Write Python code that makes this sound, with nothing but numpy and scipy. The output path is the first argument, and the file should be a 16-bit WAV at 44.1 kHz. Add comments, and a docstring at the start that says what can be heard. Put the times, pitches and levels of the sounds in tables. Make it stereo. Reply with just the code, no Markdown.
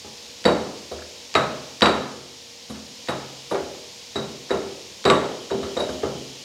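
"""A heavy steel hub is pushed and rocked onto a truck axle that rests on stands in a sheet-metal workshop.
A steady hiss and a faint hum are heard from the start. Each shove takes up the play with a tick, then
lands as a clunk, often twice: the impact excites the normal modes of the booming housing and the ringing
steel, and the shed reverberates. From about 3 s faint rubbing joins in at times; after 5 s the blows
crowd together, and the last, light one dies away into the hiss."""
import sys
import numpy as np
from scipy import signal
from scipy.io import wavfile

SR = 44100
rng = np.random.default_rng(int(sys.argv[2]) if len(sys.argv) > 2 else 0)


def log_audio(samples):
    """Write samples as a 16-bit WAV file to the path given in sys.argv[1]."""
    # one column per channel
    frames = np.atleast_2d(samples).T
    # limit to full scale, then quantise
    limited = np.clip(frames, -1, 1)
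    pcm = np.round(limited * 32767).astype(np.int16)
    wavfile.write(sys.argv[1], SR, pcm)


N = 284004
TIME, RING_TIME = np.arange(N) / SR, np.arange(int(1.2 * SR)) / SR
BAND_EDGES_HZ = 35 * 2 ** (np.arange(28) / 3)
ANTIPHASE = np.array([[1], [-1]])   # opposite signs on the left and right


def from_db(db):
    """Amplitude ratio: a factor of ten for every 20 dB."""
    return 10 ** (np.asarray(db) / 20)


def at_hz(points, hz):
    """Interpolation on a logarithmic frequency axis."""
    return np.interp(np.log(hz), np.log(np.array(points)[:, 0]), np.array(points)[:, 1])


def decay(t60):
    """Exponential damping: the level falls 60 dB in t60 seconds."""
    return np.exp(-np.log(1000) * RING_TIME / t60)


def rise(time_constant_s):
    """First-order build-up towards full amplitude."""
    return 1 - np.exp(-RING_TIME / time_constant_s)


def add(track, s, sound):
    """Superposition: a sound adds to the track from time s on."""
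    start = max(int(s * SR), 0)
    track[:, start:start + sound.shape[-1]] += sound[..., :N - start]


def noise_bands(spectrum, correlation, size):
    """Partially coherent stereo noise as third octaves (centre, band), with a total rms near 1."""
    centres = np.sqrt(BAND_EDGES_HZ[1:] * BAND_EDGES_HZ[:-1])
    gains = from_db(at_hz(spectrum, centres))
    gains /= np.sqrt(np.sum(gains ** 2 * np.diff(BAND_EDGES_HZ)) * 2 / SR)
    white = rng.standard_normal((2, 2, size + SR // 2))
    for k, hz in enumerate(centres):
        sos = signal.butter(2, BAND_EDGES_HZ[k:k + 2], "band", fs=SR, output="sos")
        mid, side = signal.sosfilt(sos, white[k % 2])[:, SR // 2:]
        alike = np.clip(at_hz(correlation, hz), 0, 1)
        mid, side = mid * np.sqrt(1 + alike), side * np.sqrt(1 - alike)
        yield hz, gains[k] * np.array([mid + side, mid - side]) / np.sqrt(2)


def burst(level_db, hz, t60, edge_ratio=1.2, side_share=0.049, rise_share=0.13):
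    """A contact transient as damped, band-limited noise; the longer it lasts, the gentler its onset."""
    edges = np.clip([hz / edge_ratio, hz * edge_ratio], 100, .45 * SR)
    sos = signal.butter(3, edges, "band", fs=SR, output="sos")
    envelope = (decay(t60) * rise(rise_share * t60))[:SR // 10]
    mid, side = signal.sosfilt(sos, rng.standard_normal((2, len(envelope))) * envelope)
    gain = from_db(level_db) * np.linalg.norm(envelope) / np.linalg.norm(mid)
    return gain * (mid + side_share * side * ANTIPHASE)


def reverberate(sound, wet_db, t60):
    """Convolution adds the diffuse field of the metal walls, partly coherent between the two sides."""
    left, right, shared = rng.standard_normal((3, len(RING_TIME))) * decay(t60)
    walls = np.array([left, right]) + shared
    walls /= np.linalg.norm(walls, axis=1, keepdims=True)
    return sound + from_db(wet_db) * signal.fftconvolve(sound, walls, axes=1)[:, :N]


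# spectrum of the background: (frequency [Hz], relative spectral density [dB])
HISS_SPECTRUM = [(24, -32), (40, -10), (126, -9), (174, -25), (202, -3.5), (438, -15), (472, -3),
                 (548, -10.5), (740, -10.5), (1130, -12), (1280, -20), (2770, -7.5), (5860, -5),
                 (7710, -19), (15500, -34)]
# its left-right likeness: (frequency [Hz], correlation [1])
HISS_CORRELATION = [(100, 0.71), (600, 0.12), (2000, 0.43), (5000, 0.42), (12000, 0.7)]
# its level over time, dipping for a while after 2 s: (time [s], relative level [dB])
HISS_LEVEL = [(0.0, -43.5), (1.74, -43.5), (2.19, -45), (2.58, -45), (3.03, -43.5), (5.56, -43.5),
              (5.74, -41.5), (6.44, -43)]


def hiss(gain_db=3.5):
    """Broadband noise with a continuous spectrum: a bright hiss over a little room rumble."""
    noise = sum(band for _, band in noise_bands(HISS_SPECTRUM, HISS_CORRELATION, size=N))
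    course_db = np.interp(TIME, *np.transpose(HISS_LEVEL))
    return from_db(course_db + gain_db) * noise


def hum(hz=477, level_db=-57, waver_hz=2.7):
    """A faint pure tone wavers under slow, random frequency modulation."""
    knots = np.linspace(0, TIME[-1], 60)
    pitch = hz + waver_hz * np.interp(TIME, knots, rng.standard_normal(len(knots)))
    return from_db(level_db) * np.sqrt(2) * np.sin(2 * np.pi * np.cumsum(pitch) / SR)


# sliding while the hub is rocked: (time [s], hold [s], level [dB])
RUBS = [(3.0, .45, -59), (3.52, 0.13, -54), (5.2, 1, -49), (6.15, .3, -51)]


def rubbing(centre_hz=3100, edge_ratio=1.08, side_share=0.64, attack_s=0.17, release_s=0.24):
    """Sliding friction radiates narrow-band noise; each rub swells, holds and fades."""
    sos = signal.butter(2, [centre_hz / edge_ratio, centre_hz * edge_ratio], "band", fs=SR, output="sos")
    mid, side = signal.sosfilt(sos, rng.standard_normal((2, N)))
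    swells = [from_db(db) * np.interp(TIME, [s - attack_s, s, s + hold, s + hold + release_s], [0, 1, 1, 0])
              for s, hold, db in RUBS]
    return np.max(swells, axis=0) * (mid + side_share * side * ANTIPHASE) / mid.std()


# steel grazing steel: (time [s], level [dB])
SCUFFS = [(0.915, -46), (2.692, -41), (3.08, -40), (3.502, -40), (5.89, -45)]


def scuffs():
    """Brief friction of steel on steel gives bursts of high-frequency noise."""
    out = np.zeros((2, N))
    for s, level_db in SCUFFS:
        add(out, s, burst(level_db, hz=9900, t60=0.12))
    return out


# loose parts meeting: (time [s], level [dB])
CLACKS = [(0.986, -30), (1.018, -27), (4.4983, -22), (5.5, -25.5), (5.889, -24.5), (6.03, -26)]


def clacks():
    """Light impacts of loose parts give short transients without exciting the housing."""
    out = np.zeros((2, N))
    for s, level_db in CLACKS:
        add(out, s, burst(level_db, hz=1450, t60=0.022))
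    return out


# where boom, thud, body, clank and crack lie: (frequency [Hz])
REGISTERS_HZ = [80, 170, 450, 1350, 5000]
ORDINARY_DB = -22   # level of an ordinary blow


def impact_spectrum(hz, level_db, weight_db, hardness_db, rebound):
    """Excitation spectrum relative to a blow's level: weight lifts the thud, hardness the treble."""
    # the stands rock even under a light push, but far less on a rebound
    boom_db = 2 - 0.29 * (level_db - ORDINARY_DB) - (13 if rebound else 0)
    registers_db = [boom_db, weight_db, 0, hardness_db, hardness_db + 4]
    return from_db(np.interp(np.log(hz), np.log(REGISTERS_HZ), registers_db))


def coupling(hz, pitches_hz, boost_db, width_octaves=0.099):
    """Modal coupling: the place of contact drives resonances near two pitches harder than the rest."""
    nearness = np.exp(-.5 * (np.log2(hz[:, None] / pitches_hz) / width_octaves) ** 2)
    return from_db(boost_db * nearness.max(axis=1))


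def damped_modes(modes, gains, scatter_db, spread_rad, detune):
    """Free vibration is a sum of damped sines; each blow varies their strength, tuning and stereo phase."""
    hz, db, t60 = np.transpose(modes)
    strength_draw, phase_draw, load_draw = rng.standard_normal((len(hz), 3)).T
    amplitudes = gains * from_db(db + scatter_db * strength_draw)
    hz = hz * (1 + detune * load_draw)
    out = np.zeros((2, len(RING_TIME)))
    for k in range(len(hz)):
        phase = 2 * np.pi * hz[k] * RING_TIME + spread_rad * phase_draw[k] * ANTIPHASE
        out += (-1) ** k * amplitudes[k] * decay(t60[k]) * np.sin(phase)
    return out


# clustered modes of the hub and shaft: (frequency [Hz], relative level [dB], t60 [s])
STEEL_MODES = [(3690, -10, .11), (3770, -4, .13), (3817, -1, .16), (3862, -3, .13), (3915, -7, .1),
               (4027, -13, .35), (4510, -16, .1), (4560, -15, .15), (5100, -25, .2), (7220, -26, .15),
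               (7465, -25, .2), (7580, -25, .12), (7690, -23, .14), (7745, -21, .18), (7810, -22, .28),
               (10350, -32, .32), (10405, -33, .2), (10640, -34, .12), (10720, -35, .15), (12400, -41, .25),
               (15320, -42, .25)]


def steel_ring(level_db, pitches_hz, gain_db=-2.5, flash_db=6.5, held_db=-4.0):
    """Close modes beat; the ring flashes while the part bounces free and is held down once it seats."""
    hz = np.array(STEEL_MODES)[:, 0]
    gains = from_db(level_db + gain_db) * coupling(hz, pitches_hz, boost_db=10.5, width_octaves=0.027)
    envelope = rise(0.00047) * (from_db(held_db) + from_db(flash_db) * decay(0.07))
    return envelope * damped_modes(STEEL_MODES, gains, scatter_db=-1.5, spread_rad=0.099, detune=0.0053)


# modes of the axle housing and stands: (frequency [Hz], relative level [dB], t60 [s])
HOUSING_MODES = [(76.2, -15, 0.62), (133.7, -17.5, 1.16), (186, -12, 0.13), (217, -9.5, 0.61),
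                 (259, -15, 1.04), (355.7, -21, 1.45), (393.3, -6, 0.68), (455, -0.5, 0.15),
                 (493, -8, 0.69), (575, -15, 0.72), (622.6, -14.5, 0.8), (677, -6.5, 0.27),
                 (832, -14.5, 0.73), (941, -11, 0.15), (990, -17.5, 0.36), (1144, -12, 0.27),
                 (1207, -8, 0.13), (1230, -29.5, 0.91), (1277, -16, 0.51), (1374, -18, 0.49),
                 (1470, -24.5, 0.19), (1730, -46, 0.41)]


def housing_boom(level_db, blow, pitches_hz):
    """Impact excitation sets the low normal modes of the housing and stands ringing."""
    hz = np.array(HOUSING_MODES)[:, 0]
    gains = from_db(level_db) * impact_spectrum(hz, level_db, *blow)
    gains *= coupling(hz, pitches_hz, boost_db=11.0)
    modes = damped_modes(HOUSING_MODES, gains, scatter_db=4.5, spread_rad=0.081, detune=0.0016)
    return rise(0.00067) * modes


# dense vibration of the whole assembly: (frequency [Hz], relative spectral density [dB])
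CLUNK_SPECTRUM = [(40, -2), (58, -62), (76, -3), (105, -14.5), (145, -3), (220, 0), (450, 3), (800, -3.5),
                  (1200, -8), (2000, -17.5), (3000, -25.5), (5000, -38), (8000, -42.5), (15000, -75)]
# its left-right likeness: (frequency [Hz], correlation [1])
CLUNK_CORRELATION = [(100, 1), (300, 0.93), (600, 0.81), (2000, 0.76), (4000, 0.91), (12000, 0.94)]
# reverberation time of the shed: (frequency [Hz], t60 [s])
SHED_T60 = [(70, 0.98), (200, 0.74), (450, 0.86), (1000, 0.7), (2500, 0.68), (6000, 0.76), (14000, 0.17)]


def clunk_response(direct_db=4.5, direct_t60=0.15, tail_db=1.0, corner_hz=600, rise_cycles=0.18):
    """Overlapping modes act as noise: lows build up slowly, highs fast, then the room's tail decays."""
    centres, bands = [], []
    for hz, noise in noise_bands(CLUNK_SPECTRUM, CLUNK_CORRELATION, size=len(RING_TIME)):
        direct = from_db(direct_db) * hz / (hz + corner_hz) * decay(direct_t60)
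        tail = from_db(tail_db) * decay(at_hz(SHED_T60, hz))
        centres.append(hz)
        bands.append(noise * rise(0.00046 + rise_cycles / hz) * (direct + tail))
    return np.array(centres), np.array(bands)


def clunk(response, level_db, blow, pitches_hz):
    """Source and filter: the spectrum of the blow weights each band of the assembly's response."""
    centres, bands = response
    gains = from_db(level_db) * impact_spectrum(centres, level_db, *blow)
    gains *= coupling(centres, pitches_hz, boost_db=2.5)
    return np.tensordot(gains, bands, 1)


def tick(level_db, hardness_db):
    """Backlash: the play closes with a tiny impact before the shove lands."""
    return burst(level_db + hardness_db + 4.5, hz=2250, t60=0.0036, edge_ratio=2.4)


def snap(level_db, hardness_db, rebound):
    """Nonlinear contact: the snap of the edges outgrows a strong, hard blow and is louder on a rebound."""
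    snap_db = -18 + 1.7 * (level_db - ORDINARY_DB) + 1.73 * hardness_db + (4.5 if rebound else 0)
    return burst(snap_db, hz=2300, t60=0.012, edge_ratio=1.81, rise_share=0.069)


# blows of the hub on the axle; weight, hardness and ring are relative to the level:
# (time [s], level [dB], weight [dB], hardness [dB], ring [dB], favoured pitch [Hz], favoured pitch [Hz])
BLOWS = [(0.045, -45, 1.5, -3, -12, 213, 850), (0.4531, -19.5, 4, 1.5, -0.5, 200, 4560),
         (0.477, -25, -1, 0, -22, 583, 990), (0.914, -34, -10, -7.5, -7.5, 560, 660),
         (1.3519, -24, 4, 9.5, 4.5, 632, 1150), (1.82, -20.5, 5, 8, 5, 1046, 4620),
         (1.8579, -24.5, 1, 7.5, 0.5, 1330, 4120), (2.698, -41.5, 9.5, -1.5, -1, 250, 1070),
         (2.745, -52, 3, 7, -10, 217, 258), (3.0858, -31, 6, 7.5, 1.5, 140, 700),
         (3.512, -26, -2.5, -4.5, -12, 590, 895), (3.545, -31.5, -3.5, 2.5, -20, 330, 720),
         (4.1562, -30, 5.5, -0.5, 3, 710, 1480), (4.506, -26, -0.5, 0.5, -3.5, 395, 2100),
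         (4.543, -31, 1, -19, -20, 414, 665), (5.053, -21.5, 0.5, 4, 0.5, 378, 1110),
         (5.074, -19.5, -1, -9, -5.5, 392, 7940), (5.1, -20.5, 2.5, 5, -3, 1066, 7750),
         (5.508, -28.5, -3, -5, -7.5, 415, 670), (5.542, -37.5, 14.5, -21, -18, 256, 523),
         (5.629, -33.5, -15, -3.5, -9, 345, 1370), (5.767, -25.5, -9.5, -5.5, -5, 376, 7400),
         (5.798, -30, -4, -1.5, 3, 600, 10300), (5.89, -34, 2.5, -7, -9, 1420, 4520),
         (6.033, -27, 1.5, -6.5, -23, 435, 1300), (6.145, -42.5, 6, -17, -15, 133, 260)]


def hub_impacts(rebound_within_s=0.06, seating_s=0.0055, seating_db=-5, contact_points=4):
    """Each impact excites free vibration; returns the assembly's body, the steel ring and the edges."""
    body, steel, edges = np.zeros((3, 2, N))
    responses = [clunk_response() for _ in range(contact_points)]
    rebounds = np.diff([row[0] for row in BLOWS], prepend=-1) <= rebound_within_s
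    seating = from_db(seating_db) * np.linspace(0, 1, int(seating_s * SR)) ** 2
    for k, (s, level_db, weight_db, hardness_db, ring_db, *pitches_hz) in enumerate(BLOWS):
        blow = weight_db, hardness_db, rebounds[k]
        landing = clunk(responses[k % contact_points], level_db, blow, pitches_hz)
        if not rebounds[k]:   # on a rebound the play is already taken up
            add(edges, s - 0.011, tick(level_db, hardness_db))
        # the faces slide before they seat: the clunk's onset, mirrored in time, swells into the blow
        add(body, s - seating_s, seating * landing[:, len(seating):0:-1])
        add(edges, s - 0.0004, snap(level_db, hardness_db, rebounds[k]))
        add(body, s, landing + housing_boom(level_db, blow, pitches_hz))
        add(steel, s, steel_ring(level_db + ring_db, pitches_hz))
    return body, steel, edges


def scene():
    """Superposition of the background, the friction and the impacts with their reverberation."""
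    body, steel, edges = hub_impacts()
    ring = reverberate(steel, wet_db=-4, t60=0.59)
    transients = reverberate(scuffs() + clacks() + edges, wet_db=-9, t60=0.8)
    return hiss() + hum() + rubbing() + transients + ring + body


def record(dry, low_cut_hz=69, high_cut_hz=15800):
    """Band limiting and soft saturation: the microphone sheds deep bass, rounds peaks and cuts the top."""
    lean = signal.sosfilt(signal.butter(4, low_cut_hz, "high", fs=SR, output="sos"), dry)
    rounded = lean / (1 + lean ** 4) ** .25
    return signal.sosfilt(signal.ellip(10, .1, 80, high_cut_hz, fs=SR, output="sos"), rounded)


dry = scene()
out = record(dry)
log_audio(out)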